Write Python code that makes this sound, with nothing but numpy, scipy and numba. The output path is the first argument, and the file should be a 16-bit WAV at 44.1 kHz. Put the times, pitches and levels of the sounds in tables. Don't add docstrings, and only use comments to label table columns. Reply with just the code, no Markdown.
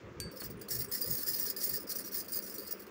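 import sys
import numpy as np
from numba import njit
from scipy import signal
from scipy.io import wavfile

SR = 44100
rng = np.random.default_rng(int(sys.argv[2]) if len(sys.argv) > 2 else 0)


def inscribe(sig):
    pcm = np.round(np.clip(np.atleast_2d(sig).T, -1, 1) * 32767)
    wavfile.write(sys.argv[1], SR, pcm.astype(np.int16))


def boost(x):
    u = np.asarray(x, float) / 20
    return 10 ** u


N = 127890

# f/Hz, level/dB per Hz
RUMBLE_SPECTRUM = [(18, -78), (30, -35), (86, -1.5), (161, -26.5), (194, 1), (272, 3), (468, 6),
                   (687, -13.5), (900, -93), (1170, -41), (1980, -120)]
HISS_SPECTRUM = [(600, -15), (800, -3), (1100, 9), (1800, 4), (2600, -0.5), (4000, -11.5), (7000, -12.5),
                 (9000, -51), (16000, -22)]
RUMBLE_DB, HISS_DB = -51.5, -58.5
HUM_HZ, HUM_DB, HUM_WANDER_DB, HUM_WANDER_RAD = 200, -62, 2.0, 1.2
ROOM_T60_S, WET_DB = 0.2, -14

# f/Hz, level/dB per Hz
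AIR_SPECTRUM = [(22, -50), (40, -13), (70, -0.5), (120, 2), (200, -4), (350, -19), (500, -72)]
# peak t/s, level/dB, half-width/s
PUFFS = [(.08, -50.5, 0.044), (.19, -47.5, 0.025), (.235, -50, .025), (.28, -47, 0.028),
         (0.489, -45, 0.034), (.57, -49.5, 0.047), (0.789, -45, 0.056), (.9, -60, 0.043),
         (1.109, -42.5, 0.031), (1.309, -50, 0.029), (1.42, -65, 0.038), (1.74, -54.5, 0.037),
         (2.0, -70, 0.035), (2.18, -64, 0.025), (2.36, -60, 0.012)]
STILL_DB, STILL_FALL_DB_PER_S = -65.5, 2

KNOCK_S, KNOCK_DB, KNOCK_HZ, KNOCK_T60_S = 0.4185, -38.5, 600, 0.051
# t/s, f/Hz, level/dB, t60/s
TICKS = [(.572, 9500, -59.5, 0.074), (.572, 15000, -63, .05), (.572, 12000, -70, .05),
         (0.595, 9600, -53, 0.036), (0.884, 8021, -49.5, 0.084), (.8825, 12910, -60, .04),
         (0.964, 5400, -47, 0.29), (1.463, 5750, -33.5, 0.056), (2.041, 5770, -45, 0.13),
         (2.113, 5780, -49, 0.11), (2.501, 5260, -45, 0.1), (2.579, 4300, -48, 0.088),
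         (2.68, 5130, -51, .1), (2.708, 5640, -45.5, 0.1)]
LONE_MODE_HZ = [1631, 4167, 4581, 4657, 5911, 6562, 8010, 8689, 8742, 12970, 13940]
# level/dB, t60/s
LONE_MODES = [(-6.5, 0.43), (-11, .12), (5, 0.31), (-12, 0.12), (4, 0.04), (-0.5, 0.057), (-13, 0.3),
              (2, 0.19), (-5, 0.11), (-1, 0.11), (-11, .12)]
LONE_S, LONE_DB, LONE_CRACK_DB = 0.2016, -46, -26.5

# second bending mode f/Hz, level/dB, t60/s
BANGLES = [(4360, -8.5, 0.039), (4583, -3.5, 0.039), (4830, -8.5, 0.12), (5023, 0.5, 0.038),
           (5125, -4.5, 0.066), (5513, -4, 0.043), (5750, -6, 0.04)]
# f ratio to second bending mode, level/dB, t60 factor
RING_MODES = [(.356, -18.5, 1.27), (0.91, -22, 0.69), (1.0, -2.5, 0.8), (1.321, -13, 0.59),
              (1.467, -13.5, 0.74), (1.736, -21, 1.2), (1.853, -10, 0.64), (2.07, -28, 0.59),
              (2.273, -15.5, 0.78), (2.549, -9.5, 0.4), (2.78, -27, 0.3), (3.03, -3.5, 0.44),
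              (3.3, 4, 0.25)]
SPLIT = 0.0107
REGRIP, FREED_DB = 0.006, 6.0
EARLY_JOLT_S = [.312, .355, .397, .430, .443, .500, .594, .614, .645, .683, .696, .710, .785, .840, .884,
                .914, .938, .965, 1.003, 1.015, 1.057, 1.100, 1.170, 1.224, 1.258, 1.330, 1.383, 1.406,
                1.455, 1.495, 1.564]
LATE_JOLT_S = [1.598, 1.630, 1.688, 1.722, 1.754, 1.797, 1.828, 1.868, 1.894, 1.951, 1.985, 2.004, 2.042,
               2.063, 2.113, 2.142, 2.165, 2.245, 2.280, 2.320, 2.355, 2.415, 2.461, 2.493, 2.538, 2.579,
               2.666, 2.707, 2.765, 2.794, 2.819, 2.863]
# force level/dB, f/Hz of ring struck hardest, flurry length/s
JOLTS = [(-38.5, 4100, 0.027), (-32, 5120, 0.025), (-27, 4200, 0.016), (-25.5, 6400, 0.0058),
         (-26, 8400, 0.014), (-33, 4500, 0.0033), (-47, 8200, 0.0064), (-28.5, 4760, 0.0031),
         (-51, 5560, 0.01), (-30.5, 2600, 0.017), (-19.5, 6500, .012), (-19, 5600, 0.059),
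         (-20.5, 6200, 0.038), (-28, 4945, 0.005), (-39.5, 5600, .03), (-19.5, 5120, 0.023),
         (-18.5, 5560, 0.016), (-24, 6600, 0.024), (-24, 11000, 0.014), (-28, 4900, 0.041),
         (-22.5, 5400, 0.084), (-19, 5120, 0.088), (-23, 2300, 0.066), (-28, 4760, 0.028),
         (-16.5, 5120, 0.052), (-21.5, 4300, 0.043), (-20, 7800, 0.025), (-21.5, 5100, 0.056),
         (-21.5, 4600, 0.038), (-16, 4200, 0.0044), (-28, 4945, 0.025),
         (-16, 6400, 0.034), (-19, 5120, 0.045), (-22, 5120, 0.027), (-21, 5120, 0.046),
              (-24, 3800, 0.02), (-33.5, 5120, .016), (-38.5, 3000, 0.007), (-32, 4800, 0.026),
              (-20, 3700, 0.035), (-22, 8000, 0.013), (-23, 7100, 0.0058), (-28.5, 4000, 0.014),
              (-27, 3500, 0.025), (-27, 4440, 0.02), (-28, 3600, 0.031), (-19.5, 2800, 0.025),
              (-20.5, 4900, 0.043), (-37.5, 4945, 0.016), (-29.5, 2700, 0.034), (-22, 4945, 0.07),
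              (-24, 4760, 0.022), (-28, 8000, 0.046), (-27, 3000, 0.023), (-28, 7900, 0.032),
              (-28, 13000, 0.024), (-31.5, 4900, 0.13), (-31.5, 3400, 0.027), (-27, 5300, 0.011),
              (-45.5, 5120, 0.031), (-34.5, 5900, .015), (-39.5, 3800, 0.012), (-42, 4000, 0.011)]
EARLY_RISE_S = [.001, 0.018, 0.0033, 0.0018, .001, 0.0026, .002, 0.00084, .003, .001, 0.01, .002, 0.0034,
                0.0039, 0.0023, .001, 0.0068, 0.0023, 0.0045, .001, 0.0023, 0.0049, .002, .002, 0.026,
                0.0026, 0.0028, 0.0018, 0.0065, 0.0048, .001]
LATE_RISE_S = [0.032, .008, 0.0051, 0.015, 0.0025, .004, 0.0022, .004, 0.0009, 0.0016, 0.0015, 0.0018, .006,
               0.0018, 0.0064, 0.0013, .012, .001, 0.0025, 0.00077, .002, 0.0095, .002, 0.0028, .003, 0.003,
               .001, .002, .004, 0.00088, 0.0026, .003]
# t/s, level/dB
CLINKS = [(0.4432, -31), (0.613, -37), (0.7105, -33), (0.7545, -25), (0.809, -40), (0.8463, -27),
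          (0.9144, -34), (0.9543, -22), (1.0155, -20.5), (1.0221, -14), (1.042, -25), (1.062, -38),
          (1.1068, -20), (1.1359, -20), (1.153, -23), (1.1705, -27), (1.224, -30), (1.2317, -23.5),
          (1.2893, -16), (1.3032, -29), (1.322, -23), (1.3332, -21), (1.3575, -35), (1.4069, -42),
          (1.421, -35), (1.4273, -36), (1.4439, -32), (1.4638, -22), (1.5044, -24.5), (1.5119, -36),
          (1.5642, -24.5), (1.64, -31), (1.6927, -18), (1.74, -21), (1.757, -24), (1.828, -31),
          (1.956, -37), (1.986, -23), (2.0039, -30), (2.0645, -34.5), (2.1195, -37), (2.1423, -31),
          (2.2454, -39.5), (2.282, -41), (2.3223, -38), (2.358, -26), (2.4758, -36), (2.5124, -46),
          (2.54, -36), (2.583, -26.5), (2.6672, -37), (2.674, -30), (2.708, -42), (2.7232, -23.5),
          (2.7958, -41.9), (2.8216, -35)]
TOUCHES_PER_S, SIZE_SPREAD_DB, MODE_SPREAD_DB, OTHERS_DB = 2300, 1.8, 4.0, -7
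RELEASE_S, SAG_S = 0.012, 0.09
FIRST_TOUCH_DB, SHARP_S = 0.5, 0.011
JINGLE_DB = -27.0
CRACK_DB, CRACK_LOW_HZ, CRACK_T60_S = -32, 4300, 0.006
HIT_DB, HIT_CRACK_DB, HIT_LOW_HZ, HIT_T60_S = 4.0, 18.0, 9000, 0.011

PORT_HZ = [9350, 11500, 15550]
# width/Hz, added level/dB
PORT = [(940, -2.5), (710, 3.5), (900, 11.5)]
CUTOFF_HZ = 15680


def rms_one(x):
    return x / np.sqrt(np.mean(x ** 2) + 1e-20)


def drift(rate_hz):
    r = np.exp(-80 * np.pi * rate_hz / SR)
    white = rng.standard_normal(N // 40 + 2002)
    slow = signal.lfilter([1], [1, -2 * r, r * r], white)[2000:]
    return np.interp(np.arange(N) / 40, np.arange(len(slow)), rms_one(slow))


def coloured(spectrum, patchy_db):
    hz, db = np.transpose(spectrum)
    edges_hz = 22 * 2 ** np.arange(0, 9.7, 1 / 3)
    out, white = 0, rng.standard_normal((2, N))
    for k, (low, high) in enumerate(zip(edges_hz, edges_hz[1:])):
        level_db = np.interp(np.log(low * high) / 2, np.log(hz), db, left=-90, right=-90)
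        if level_db < -60:
            continue
        sos = signal.butter(2, [low, high], "band", fs=SR, output="sos")
        band = signal.sosfilt(sos, white[k % 2])
        out = out + boost(level_db + patchy_db * drift(19.8)) * band
    return rms_one(out)


def room_tone():
    hum_level = boost(HUM_DB + 3 + HUM_WANDER_DB * drift(4))
    phase = 2 * np.pi * HUM_HZ * np.arange(N) / SR + HUM_WANDER_RAD * drift(3)
    rumble = boost(RUMBLE_DB) * coloured(RUMBLE_SPECTRUM, patchy_db=3.5)
    hiss = boost(HISS_DB) * coloured(HISS_SPECTRUM, patchy_db=1.6)
    return rumble + hiss + hum_level * np.sin(phase)


def air():
    t = np.arange(N) / SR
    flow = boost(STILL_DB - STILL_FALL_DB_PER_S * t)
    for s, db, width_s in PUFFS:
        flow = flow + boost(db) * np.exp(-((t - s) / width_s) ** 2)
    return flow * coloured(AIR_SPECTRUM, patchy_db=1.5)


def one_click(s, db):
    x = np.zeros(N)
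    x[int(s * SR)] = boost(db)
    return x


def decay(t60_s):
    return boost(-60 / (t60_s * SR))


def ring(clicks, hz, t60_s):
    r, w = decay(t60_s), 2 * np.pi * hz / SR
    return signal.lfilter([0, np.sin(w)], [1, -2 * r * np.cos(w), r * r], clicks + 1e-18)


def crack(clicks, t60_s, low_hz):
    envelope = signal.lfilter([1], [1, -decay(t60_s)], np.abs(clicks) + 1e-18)
    tail = envelope * rng.standard_normal(N)
    sos = signal.butter(3, low_hz, "high", fs=SR, output="sos")
    return signal.sosfilt(sos, clicks + 1.06 * tail)


def finger_bump():
    envelope = signal.lfilter([1], [1, -decay(KNOCK_T60_S)], one_click(KNOCK_S, KNOCK_DB))
    sos = signal.butter(1, KNOCK_HZ, fs=SR, output="sos")
    return 4 * signal.sosfilt(sos, envelope * rng.standard_normal(N))


def lone_touches():
    snap = crack(one_click(LONE_S, LONE_CRACK_DB + 1.0), 0.0069, low_hz=2330)
    out = signal.lfilter([0.5, 0.5], [1], snap)
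    for hz, (db, t60_s) in zip(LONE_MODE_HZ, LONE_MODES):
        out = out + ring(one_click(LONE_S, LONE_DB + db), hz, t60_s)
    for s, hz, db, t60_s in TICKS:
        out = out + ring(one_click(s, db), hz, t60_s)
    return out


def bangle_modes(jolts):
    owner, gain, poles = [], [], []
    for b, (hz, bangle_db, t60_s) in enumerate(BANGLES):
        held_hz = hz * (1 + REGRIP * rng.standard_normal(jolts))
        for ratio, mode_db, longer in RING_MODES:
            for side in (-1, 0, 1):
                offset = side + rng.uniform(-0.57, 0.43, jolts)
                mode_hz = held_hz * ratio * (1 + min(ratio - 0.3, 1) * SPLIT * offset)
                freed_db = FREED_DB * np.clip(rng.standard_normal(jolts), -2, 1.7)
                owner.append(b)
                gain.append(boost(bangle_db + mode_db + freed_db) * (hz * ratio < 16500))
                poles.append(decay(t60_s * longer) * np.exp(2j * np.pi * mode_hz / SR))
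    return np.array(owner), np.array(gain).T.copy(), np.array(poles).T


@njit(fastmath=True)
def ring_all(clicks, struck, scatter, owner, shift, gain, cos, sin, grip):
    out, re, im = np.zeros(len(grip)), np.zeros(len(owner)), np.zeros(len(owner))
    for i in range(len(grip)):
        if struck[i]:
            for m in range(len(owner)):
                re[m] += gain[grip[i], m] * clicks[owner[m], i] * scatter[shift[m] + i]
        c, s, total = cos[grip[i]], sin[grip[i]], 0.
        for m in range(len(owner)):
            a = re[m] * c[m] - im[m] * s[m] + 1e-18
            im[m] = re[m] * s[m] + im[m] * c[m]
            re[m] = a
            total += im[m]
        out[i] = total
    return out


def flurries(starts_s):
    t, bangles = np.arange(N) / SR, np.arange(len(BANGLES))
    pitches_hz = np.array(BANGLES)[:, 0]
    force, hard, leads = np.zeros((len(BANGLES), N)), np.zeros((len(BANGLES), N)), []
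    jolts = zip(starts_s, JOLTS, EARLY_RISE_S + LATE_RISE_S)
    for s, (db, hz, length_s), rise_s in jolts:
        start = int(s * SR)
        span = slice(start, start + SR // 4)
        lead = np.argmin(abs(pitches_hz - hz))
        age_s = t[span] - t[span][0]
        swell = np.minimum(0.15 + age_s / max(rise_s, 1e-4), 1)
        fade = np.exp(-np.maximum(age_s - length_s, 0) / RELEASE_S - age_s / SAG_S)
        share = np.where(bangles == lead, 1, boost(OTHERS_DB))
        force[:, span] = np.maximum(force[:, span], boost(db) * share[:, None] * swell * fade)
        hard[lead, start] = boost(db + FIRST_TOUCH_DB) * np.exp(-rise_s / SHARP_S)
        leads.append(lead)
    return force, hard, leads


def soft_touches(force):
    sizes = boost(SIZE_SPREAD_DB * np.minimum(rng.exponential(1, N), 3.0)) * rng.choice([-1, 1], N)
    touch = sizes * (rng.random(N) < TOUCHES_PER_S / SR)
    dealt = rng.integers(0, len(BANGLES), N) == np.arange(len(BANGLES))[:, None]
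    return touch * dealt * force


def jingle():
    starts_s = EARLY_JOLT_S + LATE_JOLT_S
    force, hard, leads = flurries(starts_s)
    grip = np.maximum(np.searchsorted(starts_s, np.arange(N) / SR, side="right") - 1, 0)
    for k, (s, db) in enumerate(CLINKS):
        i = int(s * SR)
        hard[[leads[grip[i]], k % len(BANGLES)], i] = boost(db + HIT_DB)
    clicks = soft_touches(force) + hard

    scatter_db = MODE_SPREAD_DB * np.clip(rng.standard_normal(2 * N), -2, 2)
    scatter = boost(scatter_db) * rng.choice([-1, 1], 2 * N)
    owner, gain, poles = bangle_modes(len(starts_s))
    shift = rng.integers(0, N, len(owner))
    ringing = ring_all(clicks, clicks.any(axis=0), scatter, owner, shift, gain,
                       poles.real.copy(), poles.imag.copy(), grip)

    clinks = sum(one_click(s, db + HIT_CRACK_DB) for s, db in CLINKS)
    snaps = crack(clicks.sum(axis=0), CRACK_T60_S, CRACK_LOW_HZ)
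    snaps = snaps + crack(clinks, HIT_T60_S, HIT_LOW_HZ)
    return boost(JINGLE_DB) * ringing + boost(CRACK_DB) * snaps


def port(x):
    out = x
    for hz, (width_hz, db) in zip(PORT_HZ, PORT):
        r, w = np.exp(-np.pi * width_hz / SR), 2 * np.pi * hz / SR
        b = np.array([1, 0, -1]) * (1 - r * r) / 2
        out = out + boost(db) * signal.lfilter(b, [1, -2 * r * np.cos(w), r * r], x)
    return out


def echo(x):
    t = np.arange(SR // 2) / SR
    dull = signal.lfilter([0.5], [1, -0.5], rng.standard_normal(len(t)))
    tail = dull * boost(-60 * t / ROOM_T60_S) * (t > 0.004)
    return signal.fftconvolve(x, tail / np.sqrt(np.sum(tail ** 2)))[:N]


def scene():
    glass = port(jingle()) + lone_touches() + finger_bump()
    mix = room_tone() + air() + glass + boost(WET_DB) * echo(glass)
    return mix[None]


def top_cut(x):
    return signal.sosfilt(signal.butter(12, 17120, fs=SR, output="sos"), x)


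def record(dry):
    sos = signal.ellip(12, 0.5, 70, CUTOFF_HZ, fs=SR, output="sos")
    return top_cut(signal.sosfilt(sos, dry))


dry = scene()
out = record(dry)
inscribe(out)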